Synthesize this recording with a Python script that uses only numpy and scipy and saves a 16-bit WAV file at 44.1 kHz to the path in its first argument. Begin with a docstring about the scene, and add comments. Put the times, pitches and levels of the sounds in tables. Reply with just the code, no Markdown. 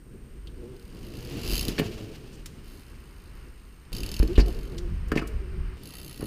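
"""Mountain bike on a forest trail

A camera microphone lies beside a dirt trail; a bike coasts past three times, 1.4 to 3 m away.
The freehub ratchets, the tyres hum and crunch, bumps and a landing thump the soil and rattle
chain and frame. Trunks scatter the sound back; air buffets the microphone and the camera whines faintly."""
import sys
import numpy as np
from scipy import signal
from scipy.fft import rfft, irfft, next_fast_len
from scipy.io import wavfile
from scipy.ndimage import uniform_filter1d

SR = 44100
rng = np.random.default_rng(int(sys.argv[2]) if len(sys.argv) > 2 else 0)


def int16_out(signal):
    """Quantize to a 16-bit WAV file."""
    q = np.round(np.clip(np.atleast_2d(signal).T, -1, 1) * 32767)
    wavfile.write(sys.argv[1], SR, q.astype(np.int16))


N = 276451
T = np.arange(N) / SR
SPEED_M_S = 5.33

# camera electronics: f/Hz, level/dB
WHINE = [(8600, -76), (8650, -72)]
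# soft hiss of the wood: t/s, level/dB
HISS_LEVEL = [(0, -65.5), (1, -62), (2.6, -61.5), (3.8, -59), (4.8, -54), (5.75, -53), (5.8, -63),
              (6.27, -62)]
# eddies at the microphone: t/s, half length/s, level/dB
GUSTS = [(1.55, 0.14, -37.5), (4.918, 0.04, -21), (5.037, 0.063, -30.5), (5.35, 0.025, -34),
         (5.61, 0.063, -23.5), (6.253, 0.043, -34.5)]
# spectra of the wood's hiss, wind on the microphone and trunk echoes: f/Hz, level/dB
HISS_COLOUR = [(300, -3), (600, -8), (850, -4), (1100, 0), (1900, -2.5), (3000, -6), (3350, -15),
               (5200, -14.5), (5800, -24), (8000, -33), (15000, -40)]
BUFFET_COLOUR = [(12, -10), (25, 0), (50, -1), (70, -5.5), (110, -20), (180, -21), (400, -49.5),
                 (1000, -104)]
ECHO_COLOUR = [(60, -18), (200, -17), (370, 0), (620, 2.5), (900, -12), (3000, -15.5), (6000, -4.5),
               (15000, -16)]

# passes: start t/s, nearest t/s, distance to the microphone/m, hum/dB, grit/dB, breeze/dB
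PASSES = [(0, 1.481, 1.7, -35.5, -42.5, -44), (3.92, 4.12, 1.39, -38, -48.5, -33.5),
          (5.771, 5.92, 3, -46, -55.5, -45.5)]
# spectra of tyre hum, ground crumbs and singing tread: f/Hz, level/dB
HUM_COLOUR = [(60, 2), (120, 5.5), (200, 1), (380, -1), (470, -7.5), (560, -14.5), (800, -26),
              (1500, -25.5), (4000, -42)]
GRIT_COLOUR = [(300, -5), (700, 3), (1500, -4), (2100, -2), (2850, 6), (3500, -2), (4700, 0.5),
               (5900, -6.5), (6600, -6.5), (8700, -14), (10800, -13), (15000, -15)]
TREAD_COLOUR = [(110, 1.5), (200, -6), (350, 3), (440, 4.5), (550, -15.5), (660, -17), (800, -23.5),
                (1400, -22)]
# patches of firm soil: t/s, half length/s, level/dB, knob rate/Hz, glide/(Hz/s)
FIRM_PATCHES = [(.66, .11, -44, 126, -5), (1.379, .22, -44.5, 118, -12), (1.97, .15, -43, 111, -8),
                (4.305, .028, -37, 172, 501), (4.492, 0.0202, -29, 190, 99.5),
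                (4.581, .025, -38, 220, 50.5), (4.731, .035, -37, 185, -700), (4.829, .08, -42.5, 172, -40),
                (5.398, .35, -49.5, 180, 15)]
# twigs cracking and chain slapping: t/s, relative level/dB, centre f/Hz, spread/octaves, length/s
TWIG_CRACKS = [(0.472, -42, 3470, .4, 0.0017), (1.788, -35.5, 9930, 1, 0.013),
               (2.328, -53, 5033, 0.97, 0.03), (2.459, -33.5, 3800, 1.53, 0.0035),
               (4.78, -36.5, 4000, 0.8, 0.0073), (5.083, -48, 7220, 1.11, 0.0012),
               (5.273, -39.5, 6870, 1.3, .004)]
CHAIN_SLAPS = [(1.684, -33.5, 3000, 1.5, .016), (1.781, -26, 2380, 0.93, 0.018),
               (1.807, -38, 1470, 1.2, 0.028), (4.197, -36.5, 900, 1.68, 0.0045),
               (4.224, -33, 1550, 1.2, 0.0023), (4.355, -33, 3263, 0.29, .011),
               (4.378, -28, 1000, 2.1, 0.028), (4.4, -32, 4620, .27, 0.017),
               (5.118, -20, 1435, 0.19, 0.0025), (5.155, -32.5, 1170, 1.9, 0.042),
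               (5.174, -22.5, 2250, 0.28, 0.0035), (5.215, -34, 1281, 0.28, 0.013),
               (6.207, -43.5, 920, 1.4, 0.029)]
# wheels striking the ground: t/s, relative thud/dB, relative tyre ring/dB, contact cutoff f/Hz
BUMPS = [(1.48, -26, -28, 400.3), (1.528, -24.5, -22.5, 505), (1.686, -26.5, -13, 283),
         (1.787, -37, -17.5, 1230), (1.798, -38, -9, 1100), (4.049, -43.5, -28.5, 590),
         (4.090, -43, -34, 600), (4.200, -9.5, -22.5, 447), (4.229, -47, -10, 410), (4.381, -4, -7, 604),
         (5.120, -27, -11.5, 697), (5.162, -43, -9, 620), (5.222, -36, -21.5, 600), (6.198, -34, -25, 500),
         (6.228, -40, -16.5, 500)]
# modes of the soil, the tyre with its frame, and the rim: f/Hz, relative level/dB, t60/s
SOIL_MODES = [(47.9, 3.5, 0.23), (66.6, -9, 0.2586), (92, -1.5, 0.04), (161.5, -7.5, 0.041)]
TYRE_MODES = [(178, -6.5, 0.066), (254.4, 2, 0.079), (316, 9.5, 0.051), (368, 4, 0.032),
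              (424.5, 3.5, 0.096), (542, -5.5, 0.08), (685, -17, 0.35)]
RIM_MODES = [(1268, 1, .09), (1930.6, -4.5, 0.097), (2590, -3, 0.01), (4300, -7, 0.046),
             (10640, 6.5, 0.022)]
# resonances of the rattling frame and of hub and wheel: f/Hz, width/Hz, level/dB
FRAME_PEAKS = [(770, 360, -1.5), (1096, 46, -0.5), (1284, 30, -6.5), (1630, 95, -9), (1788, 78, 0.5),
               (2111, 37, -5), (2310, 53, -1), (2560, 170, -4.5), (2890, 32, 3.5), (4630, 620, -6)]
HUB_PEAKS = [(2770, 110, 2.5), (3040, 94, 2), (3670, 230, -5.5), (4110, 250, -1), (4880, 180, -6.5),
             (5220, 120, -3), (6360, 270, -5.5), (7500, 1400, -23.5), (10590, 170, -7.5),
             (11100, 2100, -14), (13200, 530, -19), (14100, 390, -23)]

# freehub curves, one for each stretch of coasting: t/s, click rate/Hz, relative level/dB
FIRST_PASS = [(0.764, 30.2, -43.5), (0.9, 42.0, -47), (1.15, 61.4, -39.5), (1.25, 43.1, -34.5),
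              (1.33, 36.8, -37.5), (1.44, 56.7, -28), (1.51, 117.6, -20), (1.58, 71, -17.5),
              (1.69, 21.4, -21.5)]
FAR_OFF = [(2.644, 74.5, -46), (2.72, 120, -46.5), (2.85, 59.9, -50), (3.3, 52.1, -51.5),
           (3.9, 56.1, -56.5)]
JUMP = [(3.929, 43, -23.5), (3.965, 65, -22.5), (4.02, 31.4, -23.5), (4.11, 39.4, -22), (4.17, 40.9, -24),
        (4.22, 23.2, -26), (4.335, 16.4, -36.5)]
RIDING_AWAY = [(4.46, 45, -32), (4.6, 48.26, -41), (4.77, 39.9, -44)]
LAST_PASS = [(5.834, 37.6, -36), (5.86, 58.95, -36.5), (5.97, 66.1, -33.5), (6.06, 61.1, -34.5),
             (6.27, 63.5, -34.5)]
# tone of each stretch: curve, top octave/dB, ping f/Hz, ping sag/(Hz/s), rim ring/dB, shiver/dB
STRETCHES = [(FIRST_PASS, 2.5, 4730, 25.4, -22, -17), (FAR_OFF, 2.1, 4640, 10, -17, -9.5),
             (JUMP, 0, 4705, 820, -17, -18), (RIDING_AWAY, 1.8, 4500, 30, -21, -15),
             (LAST_PASS, 5.25, 4570, 70, -2, -15.5)]


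def undb(db):
    """Decibels to gain."""
    return 10 ** (np.asarray(db) / 20)


def unit(x):
    """Scale to rms 1."""
    return x / np.sqrt(np.mean(x ** 2))


def hump(s, half_s):
    """A smooth rise and fall around a moment."""
    return np.exp(-((T - s) / half_s) ** 2)


def wander(rate_hz):
    """Smooth random drift with rms 1."""
    hold = max(int(SR / rate_hz), 1)
    steps = rng.standard_normal(N)[np.arange(N) // hold]
    return unit(uniform_filter1d(uniform_filter1d(steps, hold), hold))


def add(track, s, sound):
    """Mix a sound into a track at a time."""
    i = int(np.clip(s * SR, 0, N - 1))
    track[i:i + len(sound)] += sound[:N - i]


def colour(x, points):
    """Filter by a spectrum of (f/Hz, level/dB) points."""
    hz, db = np.transpose(points)
    size = next_fast_len(len(x))
    f = np.maximum(np.fft.rfftfreq(size, 1 / SR), 1)
    gain = undb(np.interp(np.log(f), np.log(hz), db))
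    return irfft(rfft(x, size) * gain, size)[:len(x)]


def noise(points, size=N):
    """Noise of a given spectrum, rms 1."""
    return unit(colour(rng.standard_normal(size), points))


def resonate(x, peaks):
    """Pass a sound through parallel resonances."""
    return sum(undb(db) * signal.lfilter(*signal.iirpeak(hz, hz / width, fs=SR), x)
               for hz, width, db in peaks)


def ring(modes, size=SR // 2):
    """Response of decaying modes to one push, peak 1."""
    t = T[:size]
    y = sum(undb(db - 60 * t / t60) * np.sin(2 * np.pi * hz * t) for hz, db, t60 in modes)
    return y / np.abs(y).max()


def camera(self_noise_db=-69):
    """The electronics whine thinly over the microphone's own white noise."""
    whine = sum(np.sqrt(2) * undb(db) * np.sin(2 * np.pi * hz * T) for hz, db in WHINE)
    return whine + undb(self_noise_db) * rng.standard_normal(N)


def air(breeze_db, gust_db=1.5, rustle_db=0.96):
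    """Breeze and eddies rumble right on the microphone; the wood hisses softly around it."""
    wind = undb(breeze_db) + sum(undb(db) * hump(s, half_s) for s, half_s, db in GUSTS)
    rumble = noise(BUFFET_COLOUR) * undb(gust_db * wander(8.8))
    hiss = noise(HISS_COLOUR) * undb(rustle_db * wander(5.46))
    return rumble * wind + hiss * undb(np.interp(T, *np.transpose(HISS_LEVEL)))


def trunks(x, echo_db=-14, build_s=0.071, t60=1.1, grain_db=5):
    """Trunks around the trail each send back a small echo; together they build up and die away."""
    t = T[:SR]
    echoes = rng.standard_normal(SR) * undb(grain_db * rng.standard_normal(SR))
    echoes *= (1 - np.exp(-(t / build_s) ** 2)) * undb(-60 * t / t60)
    echoes = colour(echoes / np.linalg.norm(echoes), ECHO_COLOUR)
    return undb(echo_db) * signal.fftconvolve(x, echoes)[:N]


def ride(hum_ahead_db=-3, grit_ahead_db=-9, undergrowth_db_m=0.22):
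    """Nearness to the microphone (1 at each closest point) and the dB of hum, grit and breeze."""
    passes = np.array(PASSES)
    current = np.searchsorted(passes[1:, 0], T)
    _, nearest_s, closest_m, hum_db, grit_db, breeze_db = passes[current].T
    along_m = SPEED_M_S * (T - nearest_s)
    distance_m = np.hypot(closest_m, along_m)
    ahead = np.maximum(-along_m / distance_m, 0)  # tyres throw their sound backwards
    soaked_db = undergrowth_db_m * np.maximum(along_m, 0)  # undergrowth absorbs the departing hum
    airborne_db = -6 * hump(4.227, 0.12)  # the tyres go quieter over the jump
    hum_db = hum_db + hum_ahead_db * ahead - soaked_db + airborne_db
    grit_db = grit_db + grit_ahead_db * ahead + airborne_db
    return closest_m / distance_m, hum_db, grit_db, breeze_db


def tyres(near, hum_db, grit_db, flutter_db=2, patchy_db=1.96, crumb_db=2, grit_falloff=1.854):
    """Tyres rumble on packed earth and grind damp crumbs; the grit fades faster with distance."""
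    hum = noise(HUM_COLOUR) * undb(hum_db + flutter_db * wander(25))
    crumbs = rng.standard_normal(N) * undb(crumb_db * wander(900))
    grit = unit(colour(crumbs, GRIT_COLOUR)) * undb(grit_db + patchy_db * wander(60))
    return hum * near + grit * near ** grit_falloff


def tread(wobble=0.03995, flutter_db=5.0, rumble_db=-6, harmonics=7):
    """On each firm patch the evenly spaced knobs sing a rough, low note that wavers with the ground."""
    gains = np.array([undb(db) * hump(s, half_s) for s, half_s, db, _, _ in FIRM_PATCHES]) + 1e-12
    rates = [hz + glide * np.clip(T - s, -2 * half_s, 2 * half_s)
             for s, half_s, _, hz, glide in FIRM_PATCHES]
    knob_hz = np.average(rates, axis=0, weights=gains) * (1 + wobble * wander(60))
    phase = 2 * np.pi * np.cumsum(knob_hz) / SR
    note = sum(np.sin(k * phase + 2 * np.pi * rng.random()) * undb(flutter_db * wander(30))
               for k in range(1, harmonics + 1))
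    rumble = undb(rumble_db) * noise(HUM_COLOUR)
    return (unit(colour(note, TREAD_COLOUR)) + rumble) * gains.sum(axis=0)


def flurry(hz, spread, length_s, grain_db=3, skirt_db=-17):
    """Dense hard contacts, and the time elapsed beyond length_s to drive their decay."""
    t = T[:SR // 4]
    f = np.geomspace(100, SR / 2, 60)
    contacts = rng.standard_normal(len(t)) * undb(grain_db * rng.standard_normal(len(t)))
    # the struck part answers in one band, over a faint wide crackle
    octaves = np.log2(f / hz)
    band = 1 / (1 + (octaves / spread) ** 4) + undb(skirt_db) / (1 + octaves ** 2 / 2)
    spectrum = np.column_stack([f, 20 * np.log10(band)])
    return unit(colour(contacts, spectrum)), np.maximum(t - length_s, 0)


def twigs(gain_db=-5.5, fall_s=0.005, tail_db=-19, tail_s=0.073):
    """Twigs and stones crack drily under the tyres and settle in the litter."""
    out = np.zeros(N)
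    for s, db, hz, spread, length_s in TWIG_CRACKS:
        contacts, after = flurry(hz, spread, length_s)
        envelope = np.exp(-after / fall_s) + undb(tail_db) * np.exp(-after / tail_s)
        add(out, s, undb(db + gain_db) * contacts * envelope)
    return out


def chain(fall_s=0.0063, buzz_db=-11, buzz_s=0.079, direct=0.34):
    """The chain slaps and shakes the frame, which goes on buzzing."""
    out = np.zeros(N)
    for s, db, hz, spread, length_s in CHAIN_SLAPS:
        contacts, after = flurry(hz, spread, length_s)
        crack = contacts * np.exp(-after / fall_s)
        buzz = contacts * undb(buzz_db) * np.exp(-after / buzz_s)
        add(out, s, undb(db) * (direct * crack + resonate(crack + buzz, FRAME_PEAKS) / 2))
    return out


def bumps(soil_rise_s=0.0017, soil_db=3, scuff_db=-18, scuff_s=0.037, rebound_s=0.019, rebound_db=-9):
    """A wheel hits: the soft soil gives way and swings, the tyre rings, scuffs and rebounds."""
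    out, t = np.zeros(N), T[:SR // 2]
    thud = -ring(SOIL_MODES) * (1 - np.exp(-t / soil_rise_s)) * undb(soil_db)
    modes = -ring(TYRE_MODES)
    for s, thud_db, tyre_db, cutoff_hz in BUMPS:
        scuff = undb(scuff_db) * noise(HUM_COLOUR, len(t)) * np.exp(-t / scuff_s)
        # a softer contact leaves the higher modes still
        tyre = undb(tyre_db) * signal.lfilter(*signal.butter(2, cutoff_hz, fs=SR), modes + scuff)
        add(out, s, undb(thud_db) * thud + tyre)
        add(out, s + rebound_s * (1 + 0.205 * rng.uniform(-1, 1)), undb(rebound_db) * tyre)
    return out


def pawl(top_db, ping_hz, rim_db, shiver_db, snap_s=0.0021, shiver_s=0.028, direct_db=-21,
         ping_db=-9, ping_s=0.0024, tooth_db=2.5):
    """A pawl drops into its tooth: a hard snap, a ping from the hub, a shiver through spokes and rim."""
    t = T[:SR // 20]
    rise = 1 - np.exp(-t / 0.0005)
    envelope = rise * (np.exp(-t / snap_s) + undb(shiver_db) * np.exp(-t / shiver_s))
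    click = envelope * rng.standard_normal(len(t))
    top_octave = signal.lfilter(*signal.butter(2, 8000, "high", fs=SR), click)
    click += (undb(top_db) - 1) * top_octave
    # no two teeth ring quite alike
    hz = ping_hz * (1 + 0.018 * rng.standard_normal())
    ping = rise * np.exp(-t / ping_s) * np.sin(2 * np.pi * (hz * t + rng.random()))
    rim = ring(RIM_MODES, len(t)) * rng.uniform(0, 1)
    hub = [(centre, width, db + tooth_db * rng.standard_normal()) for centre, width, db in HUB_PEAKS]
    return resonate(click, hub) + undb(direct_db) * click + undb(ping_db) * ping + undb(rim_db) * rim


def freehub(gain_db=2.5, scatter_db=1.67, low_cut_hz=2000):
    """The pawls click once for every tooth that slips by as the rear wheel coasts."""
    clicks = np.zeros(N)
    for curve, top_db, ping_hz, sag, rim_db, shiver_db in STRETCHES:
        s, rate_hz, db = np.transpose(curve)
        t = T[(T >= s[0]) & (T <= s[-1])]
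        teeth = np.floor(np.cumsum(np.interp(t, s, rate_hz)) / SR)
        for when in t[np.diff(teeth, prepend=-1) > 0]:
            gain = undb(np.interp(when, s, db) + gain_db + scatter_db * rng.standard_normal())
            add(clicks, when, gain * pawl(top_db, ping_hz - sag * (when - s[0]), rim_db, shiver_db))
    # so small a body radiates no bass
    return signal.sosfilt(signal.butter(2, low_cut_hz, "high", fs=SR, output="sos"), clicks)


def scene():
    """Mono, from the trail's edge: camera noise, air, forest echo and the passing bike."""
    near, hum_db, grit_db, breeze_db = ride()
    noise_floor = camera()
    bike = tyres(near, hum_db, grit_db) + tread() + bumps() + chain() + twigs() + freehub()
    return (bike + trunks(bike) + air(breeze_db) + noise_floor)[None]


def record(dry, low_hz=12, top_hz=15400):
    """The camera cuts the deepest rumble and the top."""
    dry = signal.sosfilt(signal.butter(1, low_hz, "high", fs=SR, output="sos"), dry)
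    return signal.sosfilt(signal.ellip(10, 0.2, 80, top_hz, fs=SR, output="sos"), dry)


dry = scene()
out = record(dry)
int16_out(out)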